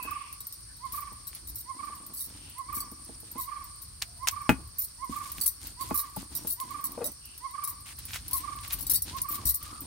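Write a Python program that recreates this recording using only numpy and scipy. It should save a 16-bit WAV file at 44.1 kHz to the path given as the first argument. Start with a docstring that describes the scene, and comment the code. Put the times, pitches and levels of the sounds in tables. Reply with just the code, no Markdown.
"""Stone roller on a grinding slab

Under a thatched eave a stone roller crushes shallots and paste: shaped noise and grains rumble and rasp.
Knocks ring slab modes, shallots snap and crackle, a skid creaks, bangles jingle in runs of modal contacts.
A bird, a gliding tone with overtones and hoarse noise, hoots and yelps in the garden to the right.
Narrow noise bands make the insects in the trees and far birds, over low outdoor air."""
import sys
import numpy as np
from scipy import signal
from scipy.fft import rfft, irfft, next_fast_len
from scipy.io import wavfile
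from scipy.ndimage import uniform_filter1d

SR = 44100
rng = np.random.default_rng(int(sys.argv[2]) if len(sys.argv) > 2 else 0)


def materialize(psi):
    """Save the field psi as 16-bit PCM at rate SR to the path in sys.argv[1].

    A 1-D psi becomes a single channel; in a 2-D psi each row is a channel.
    """
    bounded = np.clip(np.atleast_2d(psi).T, -1, 1)
    quanta = np.round(bounded * 32767).astype(np.int16)
    wavfile.write(sys.argv[1], SR, quanta)


N = 434823
T = np.arange(N) / SR

# spectra list [f/Hz, relative density/dB]; levels are before the *_trim_db of the function that plays them
# roller strokes: [t/s, length/s, rumble level/dB, rasp level/dB, stand shudder level/dB]
ROLLER_STROKES = [(0.018, 0.094, -55, -61, -52.5), (.3, 0.15, -70, -62.5, -54),
                  (0.574, 0.2, -74, -85, -53.5), (0.853, 0.38, -67, -64.5, -51.5),
                  (1.278, 0.1, -66, -60, -54), (1.414, 0.15, -63, -86, -50.5),
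                  (1.735, 0.39, -58.5, -66, -55), (2.26, 0.24, -59.5, -63, -52.5),
                  (2.665, 0.21, -60, -67, -51), (2.977, .19, -62.5, -65, -51.5),
                  (3.236, 0.2, -62.5, -62, -53.5), (3.578, 0.11, -65, -65.5, -49.5),
                  (3.838, 0.41, -76, -89, -50.5), (4.256, 0.15, -70, -66, -48.5),
                  (4.495, 0.11, -53, -91, -44.5), (4.733, 0.33, -72, -72.5, -53.5),
                  (5.097, 0.33, -61, -54, -50.5), (5.613, 0.083, -59.5, -53, -48.5),
                  (5.794, 0.12, -50.5, -51.5, -48.5), (6.032, 0.15, -66, -63, -68),
                  (6.155, 0.072, -53.5, -55.5, -48), (6.31, 0.16, -53.5, -55, -49.5),
                  (6.618, 0.167, -57, -57, -54), (6.838, 0.25, -52.5, -61.5, -54),
                  (7.247, 0.27, -79, -64, -63), (7.648, 0.31, -67, -68.5, -52),
                  (7.983, 0.38, -65, -52.5, -47), (8.225, 0.32, -57, -52.5, -47.5),
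                  (8.583, 0.13, -64, -53, -45.5), (8.728, .22, -55, -50, -43.5),
                  (9.058, .14, -52, -51, -44.5), (9.293, 0.18, -53, -52.5, -46),
                  (9.605, 0.15, -58.5, -54.5, -48.5), (9.796, .1, -52.5, -62.5, -50.5)]
# slab bumped by pits: [f/Hz, relative density/dB]
RUMBLE_SPECTRUM = [(60, -12), (130, -3), (230, 1), (300, 4), (420, -11), (620, -14), (1000, -10),
                   (2500, -37.5)]
# grit cracking: [f/Hz, relative density/dB]
RASP_SPECTRUM = [(300, -6.5), (700, -5.5), (1200, 0.5), (2400, 2), (4500, 5), (7000, -1), (11000, -5.5),
                 (16000, -17.5)]
# wet paste tearing from the stone: [f/Hz, relative density/dB]
SQUELCH_SPECTRUM = [(2000, -25), (5000, -4), (8000, 3), (12000, 2), (16000, -5)]
# stand rocking: [f/Hz, relative density/dB]
SHUDDER_SPECTRUM = [(20, -39), (32, -14.5), (52, 2), (75, -1), (120, -5), (180, -17.5), (500, -45)]
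# paste wetness: [t/s, crackle level re rasp/dB]
PASTE_WETNESS = [(0, -6), (4.5, -5), (5.1, 4), (7.1, 0), (7.3, -23), (9.86, -2)]
# roller creeping between strokes
CREEP_ROLL_DB, CREEP_GRIT_DB, CREEP_STAND_DB = -72, -76, -57
STROKE_RELEASE_S, STAND_RELEASE_S = 0.09, 0.35  # the stand rocks on longer


def grinding(rumble_trim_db=1, rasp_trim_db=1, stand_trim_db=-1):
    """Pits in the stone bump the slab and its stand; grit cracks and wet paste tears under the roller."""
    roll, grit, stand = amp([CREEP_ROLL_DB, CREEP_GRIT_DB, CREEP_STAND_DB])
    for start, length, roll_db, grit_db, shudder_db in ROLLER_STROKES:
        push = pressure(start, length, STROKE_RELEASE_S)
        rocking = pressure(start, length, STAND_RELEASE_S)
        roll = np.maximum(roll, amp(roll_db) * push)
        grit = np.maximum(grit, amp(grit_db) * push)
        stand = np.maximum(stand, amp(shudder_db) * rocking)

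    bumps = colour(spread(grains(N, rate_hz=500, scatter_db=1.0), side=0.21), RUMBLE_SPECTRUM)
    rasp = colour(spread(grains(N, rate_hz=4500, scatter_db=2.0), side=0.83), RASP_SPECTRUM)
    rasp = rasp * amp(2.97 * walk(35))
    rasp = rasp * amp(1.4 * walk(180))  # grit keeps catching and letting go
    squelch = colour(spread(grains(N, rate_hz=3000, scatter_db=4.5), side=0.78), SQUELCH_SPECTRUM)
    wetness_db = np.interp(T, *np.transpose(PASTE_WETNESS))
    rasp = rasp + squelch * amp(wetness_db)
    shudder = colour(spread(rng.standard_normal((2, N)), side=0.21), SHUDDER_SPECTRUM)

    mix = amp(rumble_trim_db) * roll * bumps
    mix = mix + amp(rasp_trim_db) * grit * rasp
    mix = mix + amp(stand_trim_db) * stand * shudder
    return pan(0.5) * mix


def pressure(start, length, release_s, attack_s=0.03, easing_db_per_s=0.5):
    """One stroke: the hands bear down, hold while slowly easing, let go."""
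    t = T - start
    rise = np.clip(t / attack_s + 0.5, 0, 1)
    fall = np.clip(1 - (t - length) / release_s, 0, 1) ** 2
    return rise * fall * amp(-easing_db_per_s * np.clip(t, 0, length))


# roller landings: [t/s, ring peak level/dB, strongest f/Hz, hardness slope/(dB/octave), left re right/dB]
ROLLER_KNOCKS = [(.049, -37, 376, -4, -1), (1.118, -45, 300, -5, 3), (1.895, -43, 355, -3.5, -3),
                 (2.769, -37.5, 349, -23, -1), (2.917, -38, 356, -13, 1), (3.092, -36.5, 402, -13, -2),
                 (3.228, -43.5, 400, -10, -1), (3.356, -33.5, 331, -4, 0), (4.493, -6, 188, 2, 3.5),
                 (4.516, -19.5, 179, -8, -2), (5.095, -28, 240, -15, 0), (5.382, -41, 152, -9, 4),
                 (5.9083, -21, 550, -5.5, 4.5), (5.914, -24.5, 252, -10, 0), (6.166, -30, 820, -13, 6),
                 (6.174, -30, 200, -16, 1), (6.447, -33, 396, -6.5, 5), (6.976, -32.5, 483, -8, 4),
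                 (7.018, -31.5, 450, -3.5, 6), (9.451, -36.5, 71, -6, 18)]
# roller and slab modes: [nominal f/Hz, relative level/dB, t60/s]
STONE_MODES = [(64.5, 9.5, 0.22), (132.6, 6, 0.06), (191.3, 5, 0.05), (232.3, 2, 0.066), (264.4, -7, 0.12),
               (326, -13, 0.12), (461, -12, 0.069), (639, -6, 0.033), (850, -6.5, 0.048), (890, -18, 0.076),
               (1180, -13.5, 0.036), (1362, -16, 0.058), (1448, -29, 0.16), (1683, -28, 0.1),
               (1920, -17, 0.018), (2040, -18, 0.036), (2515, -20, 0.11), (2530, -22, 0.057),
               (2830, -35, 0.085)]


def knocks(click_db=7, click_hz=1500, click_t60_s=0.0023, grit_db=-13, grit_t60_s=0.098, rise_cycles=1.0):
    """Stone meets stone: a brief contact click, then the modes swell; paste between them dulls the blow."""
    out, t = np.zeros((2, N)), T[:SR // 2]
    grit_spectrum = [(100, -10), (2200, -8.0), (4000, -26.5), (16000, -25.5)]
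    for s, peak_db, body_hz, slope_db_per_octave, pan_db in ROLLER_KNOCKS:
        ring = 0
        for hz, mode_db, t60_s in STONE_MODES:
            phase = rng.normal(0, 0.54, (2, 1)) + rng.uniform(0, 1.58)
            swell = 1 - np.exp(-t * hz / rise_cycles)  # low modes take longer to build
            detuned_hz = hz * (1 + 0.0038 * rng.standard_normal())
            mode = np.sin(2 * np.pi * detuned_hz * t + phase) * swell * fade(t, t60_s)
            # where the roller lands decides which modes take the blow
            octaves = np.log2(hz / body_hz)
            tilt_db = octaves * (slope_db_per_octave if octaves > 0 else 14)
            ring = ring + amp(mode_db + tilt_db) * mode
        grit = amp(grit_db) * colour(rng.standard_normal((2, len(t))), grit_spectrum) * fade(t, grit_t60_s)
        click = amp(click_db) * np.sin(2 * np.pi * click_hz * t) * fade(t, click_t60_s)
        bare_stone = amp(6.3 * min(slope_db_per_octave, 0))  # soft blows lose click and grit
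        blow = ring / np.abs(ring).max() + bare_stone * (click + grit)
        add(out, s, blow * amp(peak_db) * pan(pan_db))
    return out


# roller skidding to a stop: [t/s, mean slip rate f/Hz, level/dB]
SKID_CREAK = [(6.975, 540, -65), (6.979, 520, -31), (6.988, 480, -38), (7.004, 450, -44), (7.02, 470, -29),
              (7.034, 490, -36), (7.055, 550, -42), (7.078, 620, -48), (7.1, 640, -68)]


def creak(jitter=0.082, flutter_db=3.0, second_db=-19, noise_db=-13.0):
    """Wet stone sticks and slips hundreds of times a second, unevenly."""
    s, hz, db = np.transpose(SKID_CREAK)
    slip_hz = np.interp(T, s, hz) * (1 + jitter * walk(400))
    phase = 2 * np.pi * np.cumsum(slip_hz) / SR
    slips = np.sin(phase) + amp(second_db) * np.sin(2 * phase)
    slips = slips + amp(noise_db) * band(rng.standard_normal(N), 720, 690)
    level = amp(np.interp(T, s, db) + flutter_db * walk(250))
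    return pan(4.5) * slips * level * (T > s[0]) * (T < s[-1])


# shallots and fibres snapping: [t/s, peak level/dB]
SHALLOT_SNAPS = [(1.331, -34.5), (4.0227, -10.5), (4.2733, -19), (4.2861, -4.5), (5.0966, -38),
                 (5.3832, -25.5), (6.6014, -27.5), (8.1076, -30), (8.1341, -22), (8.159, -23), (8.589, -33),
                 (8.6494, -28), (8.7082, -22)]
# flesh giving way: [t/s, length/s, level/dB]
FLESH_CRUSHES = [(4.018, 0.01, -32.5), (4.271, 0.017, -26.5), (7.856, 0.07, -46.5), (8.084, 0.057, -47),
                 (8.133, 0.035, -35.5), (8.633, 0.027, -43.5), (8.701, 0.039, -40.5)]
# crushed cells: [f/Hz, relative density/dB]
CRUNCH_SPECTRUM = [(300, -24), (800, -1), (1400, 1), (2500, 5.5), (5000, -0.5), (8000, -0.5), (16000, -4.5)]


def crushing(snap_trim_db=3, snap_t60_s=0.0015, median_snap_hz=3000):
    """Skins split with sharp snaps and the flesh collapses in dense crackle."""
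    out, t = np.zeros((2, N)), T[:SR // 4]
    for s, length, db in FLESH_CRUSHES:
        cells = colour(spread(grains(len(t), rate_hz=9000, scatter_db=2.0), side=0.76), CRUNCH_SPECTRUM)
        add(out, s, cells * burst(t, length, t60_s=0.051) * amp(db))
    for s, peak_db in SHALLOT_SNAPS:
        snap_hz = median_snap_hz * np.exp(0.58 * rng.standard_normal())
        snap = np.cos(2 * np.pi * snap_hz * t) * fade(t, snap_t60_s)
        add(out, s, snap * amp(peak_db + snap_trim_db))
    # such small things radiate no bass
    out = signal.sosfilt(signal.butter(2, 650, "high", fs=SR, output="sos"), out)
    return out + echoes(out, t60_s=0.13, wet_db=-17.5, delay_s=0.0024)


# bangles sliding together as the wrists turn:
# [t/s, rattle length/s, first contact peak level/dB, rattle rms level/dB, left re right/dB]
BANGLE_CLASHES = [(.027, 0.031, -20, -41.5, 1), (.405, 0.015, -22, -50, 2), (.525, 0.023, -23.5, -47, 1),
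                  (0.9226, 0.074, -22, -39, 1.5), (1.27, .012, -21, -37, 3), (1.4727, 0.029, -26, -40, 2),
                  (1.5568, 0.057, -17.5, -39.5, 0), (2.135, 0.13, -29, -36, -1),
                  (2.7429, 0.064, -27, -33, 2), (3.379, 0.021, -30, -38, 1), (3.4088, 0.039, -21, -35.5, 0),
                  (3.8186, .015, -29, -45, 5), (4.782, .075, -30, -30, -1), (5.4085, 0.04, -25, -27.5, -4),
                  (5.4574, 0.03, -25, -21.5, 5), (5.81, .02, -20.5, -38, -4), (5.9434, 0.023, -17, -28, -6),
                  (5.9747, .045, -11.5, -29, -2.5), (6.351, .025, -16.5, -30, -4),
                  (6.4713, .065, -16, -30, 4), (6.6008, .015, -19, -38, 2), (6.8409, 0.031, -15, -31.5, -3),
                  (7.0425, .03, -16, -30.5, -3.5), (7.636, 0.016, -33, -30.5, 6),
                  (7.675, .035, -16, -35.5, 2), (8.053, 0.01, -22, -47, 0),
                  (8.3318, 0.053, -11, -30.5, 5.5), (8.7233, 0.021, -19, -28.5, 4),
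                  (8.7869, .012, -30, -41, 8), (8.808, 0.014, -20, -39, 10), (8.8663, .015, -24, -31, 4),
                  (8.8973, .02, -9, -22.5, 5), (8.935, 0.036, -11, -22.5, 4.5), (9.021, 0.022, -10, -37, 0),
                  (9.217, .012, -11.5, -48, 1), (9.287, 0.07, -20, -33, 4),
                  (9.4535, 0.064, -21, -23.5, 4.5), (9.5418, 0.021, -15.5, -28, 4)]
# light touches during strokes; louder rasp, louder touches
TOUCHES_PER_S, TOUCH_DB, TOUCH_SCATTER_DB, TOUCH_DB_PER_RASP_DB = 8, -33.5, 7.5, 0.3


def bangles(first_trim_db=-1, rattle_trim_db=0.5, scatter_db=14, count=48):
    """Unlike rings: one sharp contact, then a quick run of rebounds; light random touches in strokes."""
    out = np.zeros((2, N))
    tinks = [tink(detune=0.028, tick_db=-1.5, tick_t60_s=0.043) for _ in range(count)]
    contacts = [x / np.abs(x).max() for x in tinks]
    for s, length, peak_db, rms_db, pan_db in BANGLE_CLASHES:
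        first = contacts[rng.integers(count)]
        add(out, s, first * amp(peak_db + first_trim_db) * pan(pan_db))
        run = rattle(tinks, length, scatter_db)
        add(out, s, run * amp(rms_db + rattle_trim_db) * pan(pan_db))

    usual_rasp_db = np.mean(ROLLER_STROKES, axis=0)[3]
    chances = rng.random((len(ROLLER_STROKES), 6, 3))  # up to six touches a stroke
    for (start, length, _, rasp_db, _), chance in zip(ROLLER_STROKES, chances):
        db = TOUCH_DB + TOUCH_DB_PER_RASP_DB * (rasp_db - usual_rasp_db)
        for k, (late, size, which) in enumerate(chance):
            after = (k + late) / TOUCHES_PER_S
            if after < length + STROKE_RELEASE_S:
                touch_db = db + TOUCH_SCATTER_DB * (2 * size - 0.5)
                add(out, start + after, contacts[int(which * count)] * amp(touch_db))
    return out + echoes(out, t60_s=0.24, wet_db=-18.5, delay_s=0.00308)


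def rattle(tinks, length, scatter_db, rebounds_per_s=230, sag_db=3):
    """A run of uneven rebounds that tend to weaken; rms 1 over its length."""
    out = np.zeros((2, SR // 3))
    count = int(np.clip(length * rebounds_per_s, 3, 60))
    for k, (late, size, which) in enumerate(rng.random((60, 3))[:count]):
        along = (k + late) / count
        rebound = tinks[int(which * len(tinks))]
        add(out, along * length, amp(scatter_db * size - sag_db * along) * rebound)
    return out / out[:, :int(length * SR)].std()


# bangle modes: [nominal f/Hz, mean relative level/dB, t60/s]
BANGLE_MODES = [(1960, -29.5, 0.22), (3917, -15, 0.078), (4490, -13, 0.12), (5380, -10, 0.082),
                (5770, -17.5, 0.194), (8030, -6.5, 0.071), (8720, -7, 0.12), (9250, -17, 0.033),
                (10350, 6, 0.063), (10940, 4, 0.074), (12030, -1, 0.04), (12800, 0, 0.031),
                (13350, 4.5, 0.049), (14600, 1, 0.03), (13840, 9.5, 0.091)]


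def tink(detune, tick_db, tick_t60_s):
    """One contact between two bangles; where they touch decides which modes speak."""
    t = T[:SR // 8]
    hz, db, t60_s = np.transpose(BANGLE_MODES)[:, :, None]
    hz = hz * (1 + detune * rng.standard_normal(hz.shape))
    modes = np.exp((2j * np.pi * hz - np.log(1000) / t60_s) * t)
    level = amp(db.T + 6.2 * rng.standard_normal(len(hz)))
    # complex weights give each mode a random phase per ear
    weights = level * (rng.standard_normal((2, len(hz))) + 1j * rng.standard_normal((2, len(hz))))
    ring = (weights @ modes).imag / np.linalg.norm(weights, axis=1, keepdims=True)
    tick_spectrum = [(2000, -54), (4500, -8.5), (7000, -4), (10000, 1.5), (16000, 9)]
    tick = colour(rng.standard_normal((2, len(t))), tick_spectrum)
    return ring + amp(tick_db) * tick * fade(t, tick_t60_s)


# calls: [t of opening hoot/s, level/dB]
CALLS = [(-.01, -32), (.853, -34), (1.706, -34.5), (2.602, -34.5), (3.393, -34), (4.24, -34),
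         (5.038, -32.5), (5.818, -33.5), (6.62, -34), (7.456, -33), (8.352, -33.5), (9.161, -34.5)]
# opening hoot: [t from its peak/s, mean f/Hz, relative level/dB]
HOOT_ARCH = [(-.055, 920, -32), (-.025, 1010, -14), (-.005, 1085, -1), (.008, 1070, -1), (.028, 975, -18),
             (.065, 1030, -21)]
# yelps of each call: [t after hoot/s, top f/Hz, relative level/dB]
CALL_YELPS = [(0.094, 1154, -2), (0.132, 1208, -0.5), (0.175, 1188, -2), (0.224, 1171, -7.5)]
# one yelp: [t from its peak/s, share of top f, relative level/dB]
YELP_ARCH = [(-.014, .96, -19), (-.006, 1, -3), (.003, .965, 0), (.011, .92, -5), (.018, .89, -17)]


def bird(trim_db=-1, second_db=-25, third_db=-39, croak_db=-25):
    """One nearly pure arched hoot runs into four quick, hoarser yelps that echo through the trees."""
    voice = np.zeros(N)
    jitter = 0.005 * walk(150) + 0.006 * walk(700)
    flutter = amp(2.5 * walk(90))
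    croak_spectrum = [(800, -18.5), (1400, -3.5), (1700, -1.5), (2300, -7), (3200, -11.0), (5000, -43.5)]
    croak = colour(rng.standard_normal(N), croak_spectrum)
    for hoot_s, db in CALLS:
        yelps = [hoot_s + after for after, _, _ in CALL_YELPS]
        points = [(hoot_s + dt, hz, note_db) for dt, hz, note_db in HOOT_ARCH]
        for s, (_, top_hz, top_db) in zip(yelps, CALL_YELPS):
            points += [(s + dt, top_hz * share, top_db + note_db) for dt, share, note_db in YELP_ARCH]
        points.append((yelps[-1] + 0.06, 940, -28))
        s, hz, note_db = np.transpose(sorted(points))
        on = (T > s[0]) & (T < s[-1])
        t = T[on]
        pitch_hz = np.interp(t, s, hz) * (1 + jitter[on])
        phase = 2 * np.pi * np.cumsum(pitch_hz) / SR
        effort = amp(np.interp(t, s, note_db))
        overtones = amp(second_db) * np.sin(2 * phase) + amp(third_db) * np.sin(3 * phase)
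        overtones = overtones * flutter[on]
        hoarse = amp(croak_db) * croak[on] * (t > yelps[0])
        # the throat swells the fundamental at the top of each arch more than the overtones
        call = effort * np.sin(phase) + np.sqrt(effort) * (overtones + hoarse)
        voice[on] += amp(db + trim_db) * call
    near = echoes(voice, t60_s=0.21, wet_db=-5, delay_s=0.006)
    far = echoes(voice, t60_s=0.96, wet_db=-4, delay_s=0.028)
    return pan(-16.0) * voice + pan(-0.5) * (near + far)


# outdoor air: [f/Hz, relative density/dB]
AIR_SPECTRUM = [(25, -30), (55, -15), (110, -12), (200, -17.5), (450, -20), (800, -25), (1100, -15.5),
                (2000, -22), (3300, -24.5), (7000, -25.5), (10500, -22), (16000, -27.5)]
# insects: [f/Hz, width of one filter pass/Hz, mean level/dB, flutter/dB]
INSECT_CHORUS = [(8973, 990, -50, 1), (4516, 860, -59.5, 1), (5466, 910, -62, 2.5)]
# distant birds, blurred by the trees: [t/s, length/s, f/Hz, width of one filter pass/Hz, level before fades/dB]
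DISTANT_BIRDS = [(-.1, 0.29, 2580, 139, -45), (0, 0.15, 1500, 400, -55), (0.03, 0.37, 2520, 845, -52.5),
                 (.66, .1, 1660, 250, -61), (2.333, 0.3, 2900, 1300, -57), (7.197, 0.2, 2820, 500, -58),
                 (4, 0.25, 697, 63, -65.5), (9.579, 0.27, 1207, 170, -47)]


def garden(air_db=-59):
    """Low outdoor air, a fluttering insect chorus and far-off birds, all shaped noise."""
    air = colour(rng.standard_normal((2, N)), AIR_SPECTRUM)
    out = amp(air_db) * air * amp(0.37 * walk(1.3))
    for hz, width_hz, db, flutter_db in INSECT_CHORUS:
        shrill = band(rng.standard_normal((2, N)), hz, width_hz)
        out += shrill * amp(db + flutter_db * walk(110) + 0.94 * walk(4.12))
    for s, length, hz, width_hz, db in DISTANT_BIRDS:
        n = int(length * SR)
        chirp = band(rng.standard_normal((2, n)), hz, width_hz)
        add(out, s, chirp * np.sqrt(np.hanning(n)) * amp(db))
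    return out


def echoes(x, t60_s, wet_db, delay_s):
    """Scattered reflections, different at each ear."""
    t = T[:SR]
    tail = rng.standard_normal((2, SR)) * fade(t, t60_s) * (t > delay_s)
    tail /= np.sqrt(np.sum(tail ** 2, axis=1, keepdims=True))
    return amp(wet_db) * signal.fftconvolve(np.atleast_2d(x), tail, axes=1)[:, :N]


def grains(n, rate_hz, scatter_db):
    """Two streams of tiny random fractures, a few much larger than the rest."""
    size = amp(scatter_db * np.minimum(rng.exponential(size=(2, n)), 5))
    return (rng.random((2, n)) < rate_hz / SR) * size * rng.standard_normal((2, n))


def spread(x, side):
    """Two unrelated signals as middle and side of a stereo pair."""
    return x[0] + side * x[1] * np.array([[1], [-1]])


def colour(x, spectrum):
    """Filter by (Hz, dB) points; rms 1."""
    hz, db = np.transpose(spectrum)
    n = next_fast_len(x.shape[-1], True)
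    f = np.arange(n // 2 + 1) * SR / n
    gain = amp(np.interp(np.log(f + 1), np.log(hz), db))
    return unit(irfft(rfft(x, n) * gain, n)[..., :x.shape[-1]])


def band(x, hz, width_hz):
    """A resonance applied twice, for steep skirts; rms 1."""
    b, a = signal.iirpeak(hz, hz / width_hz, fs=SR)
    return unit(signal.lfilter(b, a, signal.lfilter(b, a, x)))


def walk(rate_hz):
    """Smooth random drift, rms 1."""
    k = max(int(SR / rate_hz), 1)
    steps = np.repeat(rng.standard_normal(N // k + 1), k)
    return unit(uniform_filter1d(steps, k)[:N])


def fade(t, t60_s):
    """Exponential decay, 60 dB in t60_s."""
    return np.exp(-np.log(1000) * t / max(t60_s, 1e-3))


def burst(t, length, t60_s):
    """A quick rise, a hold and a decay."""
    return np.minimum(t / 0.00099, 1) * fade(np.maximum(t - length, 0), t60_s)


def amp(db):
    """Decibels to gain."""
    return 10 ** (np.asarray(db) / 20)


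def unit(x):
    """Scale to rms 1."""
    return x / np.sqrt(np.mean(x ** 2))


def pan(db):
    """Left and right gains for a left re right level difference."""
    return amp(np.array([[db], [-db]]) / 2)


def add(out, s, x):
    """Mix x into out from time s."""
    i = int(s * SR)
    x, i = x[..., max(-i, 0):], max(i, 0)
    out[..., i:i + x.shape[-1]] += x[..., :max(N - i, 0)]


def scene():
    """The grinding stone under the eave, with the garden beyond."""
    stone = knocks() + creak()
    stone_echo = echoes(stone, t60_s=0.26, wet_db=-24.0, delay_s=0.011)
    return grinding() + stone + stone_echo + crushing() + bangles() + bird() + garden()


def record(dry, top_hz=15800):
    """Steep low-pass: the treble ends at top_hz."""
    return signal.sosfilt(signal.ellip(10, 0.2, 70, top_hz, fs=SR, output="sos"), dry)


dry = scene()
out = record(dry)
materialize(out)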